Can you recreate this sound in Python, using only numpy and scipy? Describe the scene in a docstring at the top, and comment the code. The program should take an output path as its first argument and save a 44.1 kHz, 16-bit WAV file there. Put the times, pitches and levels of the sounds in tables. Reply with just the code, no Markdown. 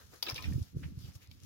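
"""Dry firewood sticks are gathered into a bundle in an open yard, over a faint outdoor hiss.
Twigs rustle and the sandy ground is scuffed. At 0.22 s a sharp clack, then a quick clatter and scrape
as the sticks settle: each knock cracks and rings the wood's modes, sliding bark catches in tiny grains.
From 0.33 s a breeze buffets the microphone with low thumps. Twigs tick and rustle on, with dull scuffs
at 0.84 and 1.22 s and a last light knock at 1.31 s."""
import sys
import numpy as np
from scipy import signal
from scipy.fft import rfft, irfft, next_fast_len
from scipy.io import wavfile
from scipy.ndimage import uniform_filter1d, map_coordinates

SR = 44100
rng = np.random.default_rng(int(sys.argv[2]) if len(sys.argv) > 2 else 0)


def digitize_waveform(pressure):
    """Quantize a signal to 16-bit integers and store it at the path in sys.argv[1].

    Rows of a 2-D input are taken as channels; values are limited to [-1, 1].
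    """
    field = np.atleast_2d(pressure).T
    bounded = np.clip(field, -1, 1)
    quanta = np.round(bounded * 32767).astype(np.int16)
    wavfile.write(sys.argv[1], SR, quanta)


N = 63945
WOOD_WIDTH, TWIG_PAN_DB = 0.79, 5


def undb(db):
    """Decibels to gain."""
    return 10 ** (np.asarray(db) / 20)


def unit(x):
    """Scale to rms 1."""
    return x / np.sqrt(np.mean(x ** 2))


def unit_energy(x):
    """Scale each channel to energy 1."""
    return x / np.sqrt(np.sum(x ** 2, axis=-1, keepdims=True))


def blow(x):
    """Scale each channel to the energy of 10 ms at rms 1."""
    return unit_energy(x) * np.sqrt(SR / 100)


def clock():
    """Sample times in s."""
    return np.arange(N) / SR


def curve(points):
    """Gain over time from (time [s], level [dB]) points."""
    return undb(np.interp(clock(), *np.array(points).T))


def fade(t, t60_s):
    """Exponential decay from t = 0."""
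    return (t >= 0) * np.exp(-np.log(1000) * np.maximum(t, 0) / t60_s)


def colour(x, points):
    """Minimum-phase filter through (frequency [Hz], gain [dB]) points; -18 dB/octave outside."""
    hz, db = np.array(points).T
    size = 2 * next_fast_len(N)
    octave = np.log2(np.maximum(np.arange(size // 2 + 1) * SR / size, 1))
    outside_oct = np.maximum(np.log2(hz[0]) - octave, octave - np.log2(hz[-1]))
    gain_db = np.interp(octave, np.log2(hz), db) - 18 * np.clip(outside_oct, 0, 4)
    cepstrum = irfft(np.log(undb(gain_db)))
    cepstrum[1:size // 2] *= 2
    cepstrum[size // 2 + 1:] = 0
    return irfft(rfft(x, size) * np.exp(rfft(cepstrum)))[..., :N]


def convolve(x, response):
    """Apply an impulse response."""
    return signal.fftconvolve(x, response, axes=-1)[..., :N]


def spread(pair, width=WOOD_WIDTH):
    """Mid/side to left/right; width is the side gain."""
    return pair[0] + width * pair[1] * np.array([[1], [-1]])


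def pan(db):
    """Gains favouring the left by db."""
    return undb(np.array([[db], [-db]]) / 2)


def noise():
    """Two independent white noises."""
    return rng.standard_normal((2, N))


def add(out, x, start_s):
    """Mix x into out from start_s."""
    i = int(np.clip(start_s * SR, 0, N - 1))
    out[:, i:] += x[:, :N - i]


def patchy(x, depth_db, patch_s=.05, patch_hz=900, size=512):
    """The colour of rubbing wanders as different twigs touch: random gain per time-frequency patch."""
    spectrum = signal.stft(x, nperseg=size)[2]
    field = rng.standard_normal(spectrum.shape[1:])
    for _ in range(2):
        field = uniform_filter1d(field, int(patch_hz * size / SR), axis=0)
        field = uniform_filter1d(field, int(patch_s * SR * 2 / size), axis=1)
    return signal.istft(spectrum * undb(depth_db * unit(field)), nperseg=size)[1][:, :N]


def friction(spectrum, grains_per_s=2000, patch_db=3.5, scatter_db=1.5, grain_t60_s=.007):
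    """Rough surfaces rub in dense tiny catches, a few stronger, each a puff of noise."""
    catches = rng.random(N) < grains_per_s / SR
    strength = undb(scatter_db * np.minimum(rng.exponential(size=N), 5))
    power = convolve((catches * strength) ** 2, fade(clock(), grain_t60_s) ** 2)
    grains = patchy(noise() * np.sqrt(np.abs(power)), patch_db)
    return spread(unit(colour(grains, spectrum)))


def air(level_db=-74.5):
    """Faint steady outdoor hiss."""
    # hiss spectrum (frequency [Hz], gain [dB])
    spectrum = [(100, 0.5), (400, -24.5), (1000, -22), (2500, -21.5), (5000, -31), (8000, -47),
                (12500, -45), (16000, -58)]
    return undb(level_db) * spread(unit(colour(noise(), spectrum)), width=1)


def wind(eddy_sigma_cycles=0.52, skew_rad=0.5):
    """Low turbulence on the microphone ports; single eddies thump, out of step between the ports."""
    # breeze strength (time [s], level [dB])
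    breeze = [(0, -72), (.05, -66.5), (.13, -63.5), (.17, -72), (.26, -68), (.31, -64), (.335, -41.5),
              (.36, -56.5), (.39, -49), (.43, -53.5), (.475, -38), (.56, -39.5), (.62, -44), (.65, -61),
              (.715, -68), (.75, -43), (.87, -47.5), (.95, -53), (1.08, -51.5), (1.13, -61.5),
              (1.23, -65.5), (1.26, -69), (1.32, -58.5), (1.41, -62.5), (1.449, -50.5)]
    # turbulence spectrum (frequency [Hz], gain [dB])
    spectrum = [(15, -49.5), (25, -20), (83, 0), (126, -6), (288, -17), (407, -30.5), (560, -35.5),
                (697, -49), (900, -58), (1170, -67), (1980, -120)]
    # eddies (time [s], peak [dB], pitch [Hz])
    eddies = [(0.049, -53, 85), (0.334, -36, 110), (.46, -37, 109), (0.487, -31, 80), (0.515, -30, 188),
              (0.561, -22.5, 113.6), (0.582, -35, 255), (0.62, -28.5, 96.4), (0.769, -25.5, 123),
              (.770, -40, 351), (0.861, -31.5, 133), (0.886, -41.5, 249), (.923, -39, 175),
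              (0.979, -32, 115.6), (1.049, -34.5, 90.7), (1.088, -40.5, 134), (1.163, -39.5, 94.4),
              (1.293, -45, 95)]
    out = spread(unit(colour(noise(), spectrum)), width=0.88) * curve(breeze)
    for at_s, peak_db, hz in eddies:
        cycles = (clock() - at_s) * hz
        envelope = np.exp(-.5 * (cycles / eddy_sigma_cycles) ** 2)
        phase_rad = 2 * np.pi * rng.random() + skew_rad * rng.choice([-1, 1]) * np.array([[1], [-1]])
        out += undb(peak_db) * envelope * np.sin(2 * np.pi * cycles + phase_rad)
    return out * pan(-3)


def yard_echo(x, level_db=-8, delay_s=0.0065, t60_s=0.13):
    """Short, thin scatter from the ground and a log fence."""
    # echo spectrum (frequency [Hz], gain [dB])
    spectrum = [(200, -15.5), (1000, 3.5), (5000, -3.5), (8000, -10), (16000, 6.5)]
    tail = colour(noise() * fade(clock() - delay_s, t60_s), spectrum)
    return undb(level_db) * convolve(x, unit_energy(tail))


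def sand_scuffs():
    """Dull friction over sandy ground, swelling and dying away."""
    # scuffs (peak time [s], level [dB], attack [s], t60 [s])
    scuffs = [(0.015, -62.5, 0.03, 0.22), (0.136, -61, 0.01, .28), (0.835, -54.5, 0.0063, 0.14),
              (1.217, -65, 0.0086, 0.24)]
    # scuff spectrum (frequency [Hz], gain [dB])
    spectrum = [(300, 16), (450, 22), (750, 12.5), (1100, 13.5), (1800, 15), (4000, 4.5), (16000, -20)]
    t, envelope = clock(), np.zeros(N)
    for at_s, level_db, attack_s, t60_s in scuffs:
        swell = np.exp(-np.abs(t - at_s) / attack_s)
        envelope += undb(level_db) * np.where(t < at_s, swell, fade(t - at_s, t60_s))
    return friction(spectrum) * envelope


def bundle_rustle():
    """Twigs rub in the carried bundle: fine, dense grains."""
    # rustle strength (time [s], level [dB])
    levels = [(0, -65.5), (.09, -70), (.14, -61.5), (.21, -70.5), (.5, -63.5), (.63, -64.5), (.66, -67.5),
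              (.75, -78), (.78, -67), (.86, -68), (.94, -76.5), (1.0, -65.5), (1.09, -64), (1.125, -74),
              (1.155, -61), (1.19, -76), (1.23, -65), (1.29, -81.5), (1.32, -69), (1.39, -75), (1.45, -64)]
    # twig spectrum (frequency [Hz], gain [dB])
    spectrum = [(400, 3), (900, -15), (1300, 1), (2000, -9.5), (3500, 1.5), (5300, 3), (7000, 1),
                (8200, -8.5), (11500, -1), (16000, -5.5)]
    return friction(spectrum, grains_per_s=6000, patch_db=1.2) * curve(levels) * pan(TWIG_PAN_DB)


def twig_ticks():
    """Thin twigs flick against each other: brief bright noise bursts."""
    # flicks (time [s], level [dB], t60 [s])
    ticks = [(0.235, -55.5, 0.02), (0.3441, -53.5, 0.013), (0.408, -62, 0.017), (0.506, -71, 0.015),
             (0.519, -74, 0.011), (0.534, -61, 0.017), (0.627, -59.5, 0.036), (0.99, -66.5, 0.014),
             (1.155, -64.5, 0.027), (1.274, -70.5, 0.006), (1.402, -70, 0.0074), (1.435, -64, 0.013)]
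    # tick spectrum (frequency [Hz], gain [dB])
    spectrum = [(1000, -5), (3000, 3.5), (5200, 18.5), (8000, 7), (10800, 10.5), (16000, -7)]
    out = np.zeros((2, N))
    for start_s, level_db, t60_s in ticks:
        burst = colour(noise() * fade(clock(), t60_s), spectrum)
        add(out, undb(level_db) * spread(blow(burst)), start_s)
    return out * pan(TWIG_PAN_DB)


def bark_scrape():
    """Bark slides over bark as the sticks settle."""
    # scrape strength (time [s], level [dB])
    levels = [(.222, -110), (.232, -57), (.258, -53.5), (.272, -46.5), (.308, -46), (.322, -49),
              (.338, -67), (.362, -47.5), (.41, -57.5), (.435, -54), (.45, -50.5), (.5, -61), (.58, -70),
              (.69, -70), (.75, -91), (.79, -87), (.85, -67.5), (.95, -79.5), (1.02, -67.5), (1.09, -68),
              (1.14, -78)]
    # bark spectrum (frequency [Hz], gain [dB])
    spectrum = [(250, -5), (600, 0), (1100, -4), (1900, -4.5), (2400, -2.5), (4400, -3.5), (5400, -1.5),
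                (6500, -18.5), (8200, -19), (11000, -22.5), (16000, -19)]
    return friction(spectrum) * curve(levels)


def stick_ring(pitch_hz, width_oct, t60_scale, detune=0.01, rise_s=.0003):
    """Mid/side ringing of a stick's modes around its pitch; the wood gives, so the ring builds up."""
    # stick modes (frequency [Hz], level [dB], t60 [s])
    modes = [(447, 1, 0.029), (841, -16, 0.23), (1079, -0.5, 0.06), (1342, 2, 0.11), (1790, 3, 0.14),
             (2233, 3, 0.061), (2410, 5.5, 0.13), (2770, 0.5, 0.12), (3247, -2.5, 0.14), (3600, 4, 0.088),
             (3876, 5.5, 0.072), (4580, 5, 0.09), (5004, 10, 0.094), (6000, 6.5, 0.032)]
    mode_hz, mode_db, t60_s = np.array(modes).T[:, :, None]
    t = clock()[:N // 8]
    chance = rng.standard_normal((3, len(modes), 1))
    tuning, polarity = 1 + detune * chance[0], np.sign(chance[1:])
    # stick size: all modes shift until the nearest lies on the pitch
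    hz = mode_hz * pitch_hz / mode_hz[np.argmin(np.abs(mode_hz - pitch_hz))]
    weight = undb(mode_db) * np.exp(-.5 * (np.log2(hz / pitch_hz) / width_oct) ** 2)
    swing = polarity * np.sin(2 * np.pi * hz * tuning * t)
    ring = np.sum(weight * fade(t, t60_s * t60_scale) * swing, axis=1)
    return ring * (1 - np.exp(-t / rise_s))


def stick_knocks(chatter=0.86):
    """Stick hits stick: each rough contact cracks and rings the wood; a tightly held stick dies sooner."""
    # knocks (time [s], level [dB], pitch [Hz], mode spread [oct], contact [s], t60 scale [x], crack [dB])
    knocks = [(0.2256, -39, 4840, 0.24, 0.0008, 0.12, 0), (0.2269, -59.5, 940, 0.18, 0.0014, 0.69, -13),
              (0.2275, -41.5, 4950, 0.19, 0.0017, 0.15, -7), (0.2274, -41, 3460, 0.24, 0.00075, 0.33, -5.5),
              (0.2570, -55.5, 4980, 0.1, 0.0013, 0.35, -8),
              (0.2662, -44.5, 3605, 0.097, 0.00089, 0.22, -15),
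              (0.2687, -50.5, 1248, 0.42, 0.0032, 0.59, -16), (0.27, -45.5, 2988, 0.24, 0.00078, 0.44, -14),
              (0.2842, -42, 3830, 0.13, 0.00027, 0.38, -12), (0.2865, -43.5, 2194, 0.33, 0.0014, 0.52, -16),
              (0.2922, -46.5, 4900, 0.062, 0.00045, 0.31, -14),
              (0.2931, -49.5, 846, 0.58, 0.0016, 0.78, 0.5), (0.2989, -40, 5310, 0.16, 0.00015, 0.099, -8),
              (0.3083, -51.5, 1081, 0.39, 0.0016, 0.52, -14),
              (0.3096, -51, 5760, 0.074, 0.0048, 0.47, -0.5), (0.3438, -54, 6070, 0.17, 0.0014, 0.39, 1),
              (0.3525, -55.5, 5420, 0.1, 0.0046, 0.93, -0.5), (0.357, -55.5, 500, 0.3, 0.0025, 1.9, -16),
              (0.3605, -46, 3236, 0.2, 0.0016, 0.25, -3), (0.3787, -44.5, 2398, 0.42, 0.0013, 0.33, -9),
              (0.3839, -47.5, 2460, 0.13, 0.00089, 0.42, -20), (0.39, -50, 1028, 0.2, 0.014, 1, -12),
              (0.4232, -52.5, 4210, 0.32, 0.00058, 0.3, 0.5), (0.44, -54, 3820, 0.2, 0.001, 0.38, -12),
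              (0.442, -46, 2425, 0.3, 0.00096, 0.3, -12), (0.524, -59, 1770, 0.29, 0.0056, 0.1, -21.5),
              (1.3127, -60, 3470, 0.39, 0.0012, 0.24, -4)]
    # crack spectrum (frequency [Hz], gain [dB])
    spectrum = [(300, -9), (900, -2), (1700, -7.5), (3000, -1.5), (5500, 6.5), (7000, -12.5), (8300, -20),
                (10500, -4.5), (14000, -3), (16000, -8.5)]
    t, out = clock(), np.zeros((2, N))
    crack_envelope = fade(t, t60_s=0.04) + undb(-12) * fade(t, t60_s=0.034)
    for start_s, level_db, pitch_hz, width_oct, contact_s, t60_scale, crack_db in knocks:
        ring = stick_ring(pitch_hz, width_oct, t60_scale)
        force = chatter * unit_energy(noise() * np.exp(-t / contact_s))
        force[:, 0] += 1  # clean impact ahead of the chatter
        body = spread(blow(convolve(force, ring)))
        burst = colour(noise() * crack_envelope, spectrum)
        crack = undb(crack_db) * spread(blow(burst)) * pan(3)
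        add(out, undb(level_db) * (body + crack), start_s)
    return out


def scene(right_lag_s=.00011):
    """Sticks and scuffs a little to the left, their echo, breeze and air."""
    left, right = stick_knocks() + twig_ticks() + bark_scrape() + bundle_rustle() + sand_scuffs()
    late_right = map_coordinates(right, [np.arange(N) - right_lag_s * SR], order=3)
    direct = np.array([left, late_right])
    return direct + yard_echo(direct) + wind() + air()


def record(dry, cutoff_hz=15850):
    """Steep elliptic low-pass."""
    return signal.sosfilt(signal.ellip(10, .2, 80, cutoff_hz, fs=SR, output="sos"), dry)


dry = scene()
out = record(dry)
digitize_waveform(out)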